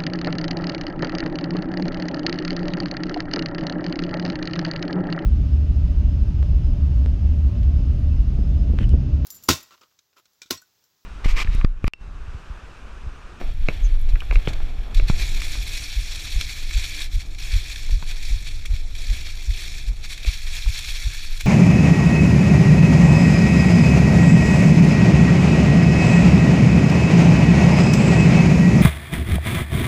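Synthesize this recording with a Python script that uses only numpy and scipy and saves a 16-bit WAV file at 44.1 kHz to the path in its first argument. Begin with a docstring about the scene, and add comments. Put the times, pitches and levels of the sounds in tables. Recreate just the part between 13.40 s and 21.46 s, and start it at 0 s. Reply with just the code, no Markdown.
"""On a woodland trail, a mountain bike clatters over a plank bridge, drops off its end and rolls on
through dry fallen leaves. The tyres hiss on wood and hum on dirt, the coasting hub ticks, bumps knock
the frame, twigs snap and leaves crunch. We listen from a camera on the rider's chest: its plastic case
colours the crunch and clacks at the bumps, and its harness passes on deep jolts and a steady thump,
most likely the rider's fast heartbeat."""
import sys
import numpy as np
from scipy import signal
from scipy.fft import rfft, irfft
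from scipy.io import wavfile
from scipy.ndimage import uniform_filter1d

SR = 44100
rng = np.random.default_rng(int(sys.argv[2]) if len(sys.argv) > 2 else 0)


def wav_record(signal):
    """Record a signal, one row per channel, as 16-bit PCM in the file named by sys.argv[1]."""
    frames = np.transpose(np.atleast_2d(signal))
    bounded = np.clip(frames, -1, 1)
    # unit amplitude maps onto the largest positive 16-bit level
    quanta = np.round(bounded * 32767).astype(np.int16)
    wavfile.write(sys.argv[1], SR, quanta)


N = 355446
T = np.arange(N) / SR
TAPS = 2048  # samples in one short ring or rattle

# bumps that hit the bike: time_s, knock_db, knock_pitch_hz, clack_db, thud_db
BUMPS = [(0.013, -20, 560, -22, -5), (0.286, -10, 553, 3, 4.5), (0.757, -11.5, 1660, -15, -22),
         (0.806, -9.5, 2680, -25, -38), (0.821, -13, 1260, -37, -18), (0.911, -10, 1330, -4, -7),
         (0.925, -13, 1000, -14, -9), (0.957, -12, 1390, -1.5, -12), (1.052, -20, 2880, -24, -25),
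         (1.074, -5.5, 3040, -7.5, 2.5), (1.203, -18, 1140, -26, -21), (1.598, -21, 1500, -7, -6.5),
         (1.699, -4.5, 1130, -21, -5), (2.019, -16, 1370, -9.5, -32), (2.154, -17.5, 1270, -26, -19),
         (3.012, -15, 1250, -4, -26), (4.494, -24, 1200, -37, -20), (4.626, -13.5, 1250, -22, -21),
         (5.253, -22.5, 1475, -28, -30), (6.848, -28, 1550, -11, -15), (7.262, -19, 1200, -27, -31)]
# pitches at which the camera case rings: pitch_hz, width_hz, boost_db
CASE_RINGS = [(1728, 266, 7), (2357, 620, 13.5), (3392, 457, 10.5), (3978, 603, 11), (4444, 195, 10),
              (5250, 210, 7), (5662, 240, 9), (6370, 230, 3), (6820, 104, 5), (7430, 780, 2),
              (9380, 730, 1.5), (10900, 560, 4.5), (13160, 760, 5.5)]
# tone of a breaking twig, also used for grit and a tyre scuff: pitch_hz, level_db
TWIG_TONE = [(300, -20), (1200, 2), (2300, 7.5), (4500, 4), (7000, 3), (10000, -7), (15500, -14)]
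# how rough the ground is: time_s, tyre_rumble_db, harness_sway_db
GROUND = [(0, -38.5, -28), (.15, -56, -21), (.8, -51, -22), (1.15, -51, -21.5), (1.4, -47.5, -26),
          (1.7, -45.5, -18.5), (2.6, -54, -27), (5.3, -55, -26), (6.1, -53, -25.5), (8.06, -64, -29.5)]


def undb(db):
    """Turn decibels into a number to multiply by."""
    return 10 ** (np.asarray(db) / 20)


def unit(x):
    """Scale a sound to an average power of 1."""
    return x / np.sqrt(np.mean(x ** 2))


def unit_energy(x):
    """Scale a short sound to a total energy of 1."""
    return x / np.sqrt(np.sum(x ** 2))


def curves(table):
    """Join the values in each column of a table with straight lines over time."""
    times_s, *columns = np.transpose(table)
    return [np.interp(T, times_s, column) for column in columns]


def add(track, start_s, sound):
    """Mix a sound into a track at a given time."""
    i = int(np.clip(start_s * SR, 0, N - 1))
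    track[i:i + len(sound)] += sound[:N - i]


def wobble(per_s):
    """A smooth random wobble, about 1 in size, with per_s new values each second."""
    hold = max(int(SR / per_s), 1)
    steps = rng.standard_normal(N)[np.arange(N) // hold]
    return unit(uniform_filter1d(uniform_filter1d(steps, hold), hold))


def response(tone, rings=(), size=TAPS):
    """How a thing with this tone and these ringing pitches answers one click; energy 1."""
    hz = np.maximum(np.arange(size // 2 + 1) * SR / size, 1)
    tone_hz, tone_db = np.transpose(tone)
    db = np.interp(np.log(hz), np.log(tone_hz), tone_db)
    db += sum(boost * .5 ** ((2 * (hz - pitch) / width) ** 2) for pitch, width, boost in rings)
    # keep the tone, but make all the ringing come after the click
    cepstrum = irfft(np.log(undb(db)))
    cepstrum[1:size // 2] *= 2
    cepstrum[size // 2 + 1:] = 0
    return unit_energy(irfft(np.exp(rfft(cepstrum))))


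def ring(x, answer):
    """Pass a sound through a thing, given its answer to one click."""
    return signal.fftconvolve(x, answer)[:len(x)]


def band(x, low_hz, high_hz):
    """Gently turn down everything outside a range of pitches."""
    return signal.sosfilt(signal.butter(2, [low_hz, high_hz], "band", fs=SR, output="sos"), x)


def cracks(per_s, spread_db):
    """Random clicks, many small and a few large."""
    size = undb(spread_db * np.minimum(rng.exponential(size=N), 5))
    return unit((rng.random(N) < per_s / SR) * size * rng.choice([-1, 1], N))


def strike(fade_s, rattle):
    """A sharp hit and the dying chatter after it."""
    push = rattle * unit_energy(rng.standard_normal(TAPS) * np.exp(-T[:TAPS] / fade_s))
    push[0] += 1
    return push / np.sqrt(1 + rattle ** 2)


def swings(pushes, rise_cycles, fall_cycles):
    """Each push swings the camera to and fro."""
    out = np.zeros(N)
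    t = np.arange(-SR // 5, SR // 5) / SR
    width = np.where(t < 0, rise_cycles, fall_cycles)
    for peak_s, db, hz in pushes:
        cycles = hz * t
        swing = -np.cos(2 * np.pi * cycles) * np.exp(-(cycles / width) ** 2)
        add(out, peak_s + t[0], undb(db) * swing[t >= -peak_s])
    return out


def tyre_tread():
    """Rubber knobs hiss and crush grit on the planks, then hum unevenly on the dirt."""
    # hiss on the planks: time_s, level_db
    plank_hiss = [(0, -44.5), (.1, -48), (.18, -53.5), (.32, -43.5), (.46, -46), (.58, -53), (.85, -49),
                  (1.11, -43.5), (1.3, -50)]
    # tone of that hiss: pitch_hz, level_db
    hiss_tone = [(400, 7.5), (1000, 3), (1500, 5), (2400, -1.5), (3000, 4), (4000, -6), (4800, -4.5),
                 (7000, -8), (9000, -12.5), (15500, -18)]
    # rolling speed on dirt: time_s, knobs_per_s
    speed = [(1.7, 306), (2.8, 294), (3.2, 288), (3.7, 310), (5.6, 274), (6.1, 353), (6.9, 302),
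             (8.06, 313)]
    leave_bridge_s, on_dirt_s, hum_fade_db_per_s = 1.7, 2.16, 0.8
    hiss_db, = curves(plank_hiss)
    knobs_per_s, = curves(speed)
    patter = rng.standard_normal(N) * undb(1.3 * wobble(120))
    hiss = ring(patter, response(hiss_tone, CASE_RINGS)) * undb(hiss_db)
    grit = undb(-60) * ring(cracks(per_s=1200, spread_db=2.5), response(TWIG_TONE, CASE_RINGS))
    knobs_passed = np.cumsum(knobs_per_s * (1 + .075 * wobble(70))) / SR
    hum_db = -60 - hum_fade_db_per_s * (T - on_dirt_s)
    hum = unit(np.sin(2 * np.pi * knobs_passed) * undb(3.6 * wobble(25))) * undb(hum_db)
    on_bridge = np.interp(T, [leave_bridge_s, on_dirt_s], [1, 0])
    return (hiss + grit) * on_bridge + hum * (1 - on_bridge)


def tyre_rumble():
    """The tyres rumble on any ground and shudder for a moment after each bump."""
    # tone of the rumble: pitch_hz, level_db
    rumble_tone = [(40, -14.5), (100, 7.5), (160, 2), (230, 0.5), (300, 1.5), (380, -1.5), (560, -6),
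                   (740, -3), (950, -11.5), (1400, -9.5), (3000, -60.5)]
    fade_s = 0.16
    rumble_db, _ = curves(GROUND)
    shaking = rng.standard_normal(N) * undb(2.0 * wobble(35) + 0.43 * wobble(9))
    shudder = sum(undb(thud_db - 49) * (T > s) * np.exp(-abs(T - s) / fade_s) for s, *_, thud_db in BUMPS)
    return ring(shaking, response(rumble_tone)) * np.hypot(undb(rumble_db), shudder)


def harness():
    """The chest strap carries a deep sway, plus jolts and heartbeats that each bring a short flutter."""
    # tone of the sway: pitch_hz, level_db
    sway_tone = [(8, -15.5), (20, 3.5), (29, -8), (45, -12.5), (70, -19), (110, -27.5), (170, -37.5),
                 (300, -68), (800, -100)]
    # jolts that rock the camera: time_s, peak_db, bounce_hz
    jolts = [(0.2, -14.5, 42), (0.25, -9, 16.3), (0.437, -7.5, 27.5), (0.458, -4, 31), (0.528, -8.5, 26.6),
             (0.628, -13.5, 42), (0.678, -9, 21.4), (0.738, -3.5, 27), (0.91, -10, 37), (0.968, -2, 29),
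             (1.105, -14.5, 23), (1.237, -14, 25), (1.396, -14, 34), (1.581, -3, 26.8), (1.636, -4.5, 24.7),
             (1.738, -9.5, 14.3), (1.826, -11, 32), (1.968, -15.5, 20), (4.507, -17.5, 28),
             (6.968, -16.5, 20), (7.92, -16.5, 20)]
    _, sway_db = curves(GROUND)
    beats = heartbeats()
    sway = ring(rng.standard_normal(N), response(sway_tone, size=16384))
    sway *= undb(sway_db + 0.92 * wobble(6.6))
    near_beat = sum(undb(db - 14) * np.exp(-((T - s - .015) / 0.032) ** 2) for s, db, _ in beats)
    near_jolt = sum(undb(db - 22) * np.exp(-((T - s) / 0.015) ** 2) for s, db, _ in jolts)
    flutter = unit(band(band(rng.standard_normal(N), 38.6, 80.4), 34, 123)) * (near_beat + near_jolt)
    rocking = swings(jolts, rise_cycles=0.61, fall_cycles=0.7)
    thumps = swings(beats, rise_cycles=0.47, fall_cycles=1.0)
    return sway + flutter + rocking + thumps


def freewheel():
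    """Small catches drop over teeth in the coasting hub: faint, bright ticks that swell and fade."""
    # tone of a tick: pitch_hz, level_db
    tick_tone = [(2000, -26), (5000, -8), (7500, -5), (11000, 5), (14000, 0), (15500, -3)]
    ticks_per_s, tick_fade_s = 54, 0.0033
    loudest_s, swell_s, level_db = 0.65, .8, -66.5
    teeth_passed = np.floor(np.cumsum(ticks_per_s * (1 + .07 * wobble(30))) / SR)
    drops = np.diff(teeth_passed, prepend=0) * undb(3.5 * wobble(60))
    chatter = ring(drops, np.exp(-T[:TAPS] / tick_fade_s)) * rng.standard_normal(N)
    ticks = unit(ring(chatter, response(tick_tone)))
    return ticks * undb(level_db) * np.exp(-((T - loudest_s) / swell_s) ** 2)


def bumps():
    """Each bump knocks the frame, clacks the case in its mount and thuds through the harness."""
    # tone of the clack: pitch_hz, level_db
    clack_tone = [(500, -50), (1400, -18), (1950, -11), (2180, 4), (2750, -1), (3050, -27), (3400, -25),
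                  (3900, -11.5), (5000, -22), (7000, -19), (12000, -60)]
    # tone of the thud: pitch_hz, level_db
    thud_tone = [(30, -22), (120, -7), (250, -3.5), (350, -1.5), (450, -1.5), (600, -4.5), (900, -14.5),
                 (2000, -17.5), (6000, -57)]
    # hard landings that also boom through the harness: time_s, peak_db
    landings = [(0.288, -15.5), (1.077, -11), (1.701, -5.5), (4.627, -31)]
    boom_hz = 120
    out = np.zeros(N)
    for time_s, knock_db, hz, clack_db, thud_db in BUMPS:
        hit = strike(fade_s=0.0066, rattle=0.78)
        knock = band(band(hit, hz - 450, hz + 450), hz - 450, hz + 450)
        add(out, time_s - .001, undb(knock_db) * unit_energy(knock))
        clack = ring(strike(fade_s=0.012, rattle=0.31), response(clack_tone))
        # plastic gives a little, which rounds the start of the clack
        add(out, time_s, undb(clack_db) * band(clack, 850, 4800))
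        thud = ring(strike(fade_s=0.011, rattle=0.44), response(thud_tone))
        add(out, time_s + 0.00125, -undb(thud_db) * thud)
    return out + swings([(s, db, boom_hz) for s, db in landings], rise_cycles=0.19, fall_cycles=0.5)


def squeak():
    """The bike gives one brief, thin squeak whose pitch scratches up and down."""
    # the squeak: time_s, swell_s, pitch_hz, peak_db
    squeak_note = (0.452, .014, 6350, -43)
    time_s, swell_s, pitch_hz, peak_db = squeak_note
    cycles = np.cumsum(pitch_hz + 300 * wobble(1400)) / SR
    return undb(peak_db) * np.exp(-((T - time_s) / swell_s) ** 2 / 2) * np.sin(2 * np.pi * cycles)


def snaps_and_scuff():
    """A splintering twig or scuffing tyre makes a burst that builds and dies; brittle means brighter."""
    # twigs and stiff leaves that snap, and a short tyre scuff on the planks after a hard bump (1.08 s):
    # time_s, level_db, length_s, brittleness (0 to 1)
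    bursts = [(0.626, -34, 0.0022, 1), (0.689, -14.5, 0.012, 0), (0.804, -24, 0.0023, 1),
              (0.929, -11.5, 0.022, .04), (1.08, -7, 0.014, 0), (1.133, -12, 0.0035, 0.1),
              (1.546, -13, .0055, 1), (1.683, -8.5, .006, 0.2), (3.013, -2, 0.00043, 0.4),
              (3.092, -7, 0.0074, 0), (3.309, -7.5, 0.0038, 0), (3.948, -17, 0.0037, 0),
              (3.985, -14, .005, 0.2), (4.359, -7.5, .0035, 0), (5.255, -9.5, 0.0074, 0.56),
              (5.363, -16.5, 0.0043, 0.3), (5.552, -13, .004, 0.3), (5.73, -12, .0035, 0),
              (6.277, -10, 0.0049, 0.2), (6.777, -12, 0.0057, 0.4), (6.830, -12, 0.0051, 0),
              (7.445, -7, 0.0058, 0)]
    out = np.zeros(N)
    for time_s, level_db, length_s, brittleness in bursts:
        age = T[:TAPS] / length_s
        burst = unit_energy(rng.standard_normal(TAPS) * age ** 0.64 * np.exp(-1.4 * age))
        bright_edge = 2 * brittleness * np.diff(burst, prepend=0)
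        add(out, time_s - .001, undb(level_db) * (burst + bright_edge))
    return ring(out, response(TWIG_TONE, CASE_RINGS))


def leaf_strength():
    """How strong the crunch and its treble are: a carpet of leaves with thin patches and heaps."""
    # depth of the leaf carpet: time_s, crunch_db
    leaf_carpet = [(1.7, -39.5), (1.9, -35.5), (3.1, -35.5), (4.2, -37), (4.55, -40.5), (5.0, -41.5),
                   (5.3, -44.5), (5.62, -38), (6.0, -41), (6.25, -37), (6.45, -41.5), (7.0, -38),
                   (7.6, -34.5), (8.06, -38.5)]
    # thin patches where the crunch dies away: start_s, end_s, drop_db
    thin_patches = [(3.2, 3.318, 4.5), (3.618, 3.981, 10.5), (4.54, 4.69, 4.5), (5.363, 5.544, 6.5),
                    (6.47, 6.667, 9), (6.733, 6.837, 8)]
    # heaps crushed at once: time_s, peak_db, swell_s, extra_treble_db
    heaps = [(1.576, -38, 0.015, -2), (1.63, -47, 0.045, -3), (1.697, -31.5, 0.011, -0.5),
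             (1.817, -30, 0.025, 0.5), (2.39, -39, 0.027, 7), (3.37, -39, 0.048, 0),
             (3.442, -33, 0.019, -3), (3.609, -30.5, 0.028, 0.5), (3.747, -40, 0.017, 4),
             (3.807, -38.5, 0.02, 0.5), (4.156, -39, 0.023, -3), (4.698, -35.5, 0.021, 1),
             (4.906, -40.5, 0.038, 3), (5.075, -33.5, 0.013, 1), (5.698, -34.5, 0.0087, -9),
             (5.872, -33.5, 0.017, -3), (6.178, -38, 0.0072, -2), (6.653, -35.5, 0.02, -1),
             (6.724, -32.5, 0.014, 2), (6.887, -34.5, 0.05, -2), (7.15, -33.5, 0.03, 2.5),
             (7.37, -33, 0.038, 1), (7.556, -33.5, .014, -8), (7.73, -38, 0.027, 4), (8.01, -36, 0.0089, 4)]
    landing_s, onset_s, thinning_s, crisp_db = 1.668, 0.018, 0.072, 1.7
    carpet_db, = curves(leaf_carpet)
    for start_s, end_s, drop_db in thin_patches:
        entering = np.clip((T - start_s) / thinning_s, 0, 1)
        leaving = np.clip((end_s - T) / onset_s + 1, 0, 1)
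        carpet_db -= drop_db * entering * leaving
    carpet = undb(carpet_db) * np.clip((T - landing_s) / onset_s, 0, 1)
    body_power, treble_power = carpet ** 2, (carpet * undb(crisp_db)) ** 2
    for time_s, peak_db, swell_s, extra_treble_db in heaps:
        power = undb(peak_db) ** 2 * np.exp(-((T - time_s) / swell_s) ** 2)
        body_power += power
        treble_power += power * undb(extra_treble_db) ** 2
    return np.sqrt(body_power), np.sqrt(treble_power)


def leaves():
    """Leaves break in clumps, each a cloud of tiny cracks; every leaf size has its own pitch range."""
    # tone of the crunch: pitch_hz, level_db
    leaf_tone = [(200, -27.5), (600, -20), (1000, -17.5), (1400, -13), (2000, -11.5), (3000, -10),
                 (4000, -11), (4800, -9.5), (7000, -12), (8000, -15), (10000, -20), (12000, -22.5),
                 (15500, -28)]
    body, treble = leaf_strength()
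    clumps = undb(1.2 * wobble(45) + 1.37 * wobble(220))
    shared_cracks = cracks(per_s=3500, spread_db=2.0)
    hz = np.maximum(np.arange(N // 2 + 1) * SR / N, 1)
    centres_hz = np.geomspace(1500, 13000, num=8)
    crunch = np.zeros(N)
    for centre_hz, this_range in zip(centres_hz, np.eye(len(centres_hz))):
        crackle = unit(shared_cracks + 1.44 * cracks(per_s=4000, spread_db=1.0))
        crackle *= unit(clumps * undb(1.12 * wobble(50) + 1.13 * wobble(250)))
        share = np.interp(np.log(hz), np.log(centres_hz), this_range) ** .75
        # crisp, dry leaves feed the highest ranges
        strength = body + (treble - body) * np.interp(centre_hz, [3500, 9000], [0, 1])
        crunch += irfft(rfft(crackle) * share, N) * strength
    return ring(crunch, response(leaf_tone, CASE_RINGS))


def heartbeats():
    """Evenly spaced beats, the stronger ones deeper, as rows of time_s, peak_db, pitch_hz."""
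    # strength of the heartbeat: time_s, peak_db
    pulse = [(2.18, -14.5), (2.6, -12.5), (4.4, -9), (8.06, -11.5)]
    first_s, gap_s, average_hz, drop_hz_per_db = 2.186, .3912, 39, 1.5
    times_s = np.arange(first_s, T[-1], gap_s)
    db = np.interp(times_s, *np.transpose(pulse))
    return np.column_stack([times_s, db, average_hz - drop_hz_per_db * (db - db.mean())])


def scene():
    """All the sounds as they reach the rider's chest, in one channel."""
    ride = tyre_tread() + tyre_rumble() + harness() + freewheel() + bumps() + squeak()
    return (ride + snaps_and_scuff() + leaves())[None]


def record(dry):
    """The camera cuts off the very highest pitches."""
    top_hz = 15400
    return signal.sosfilt(signal.ellip(10, .2, 70, top_hz, fs=SR, output="sos"), dry)


dry = scene()
out = record(dry)
wav_record(out)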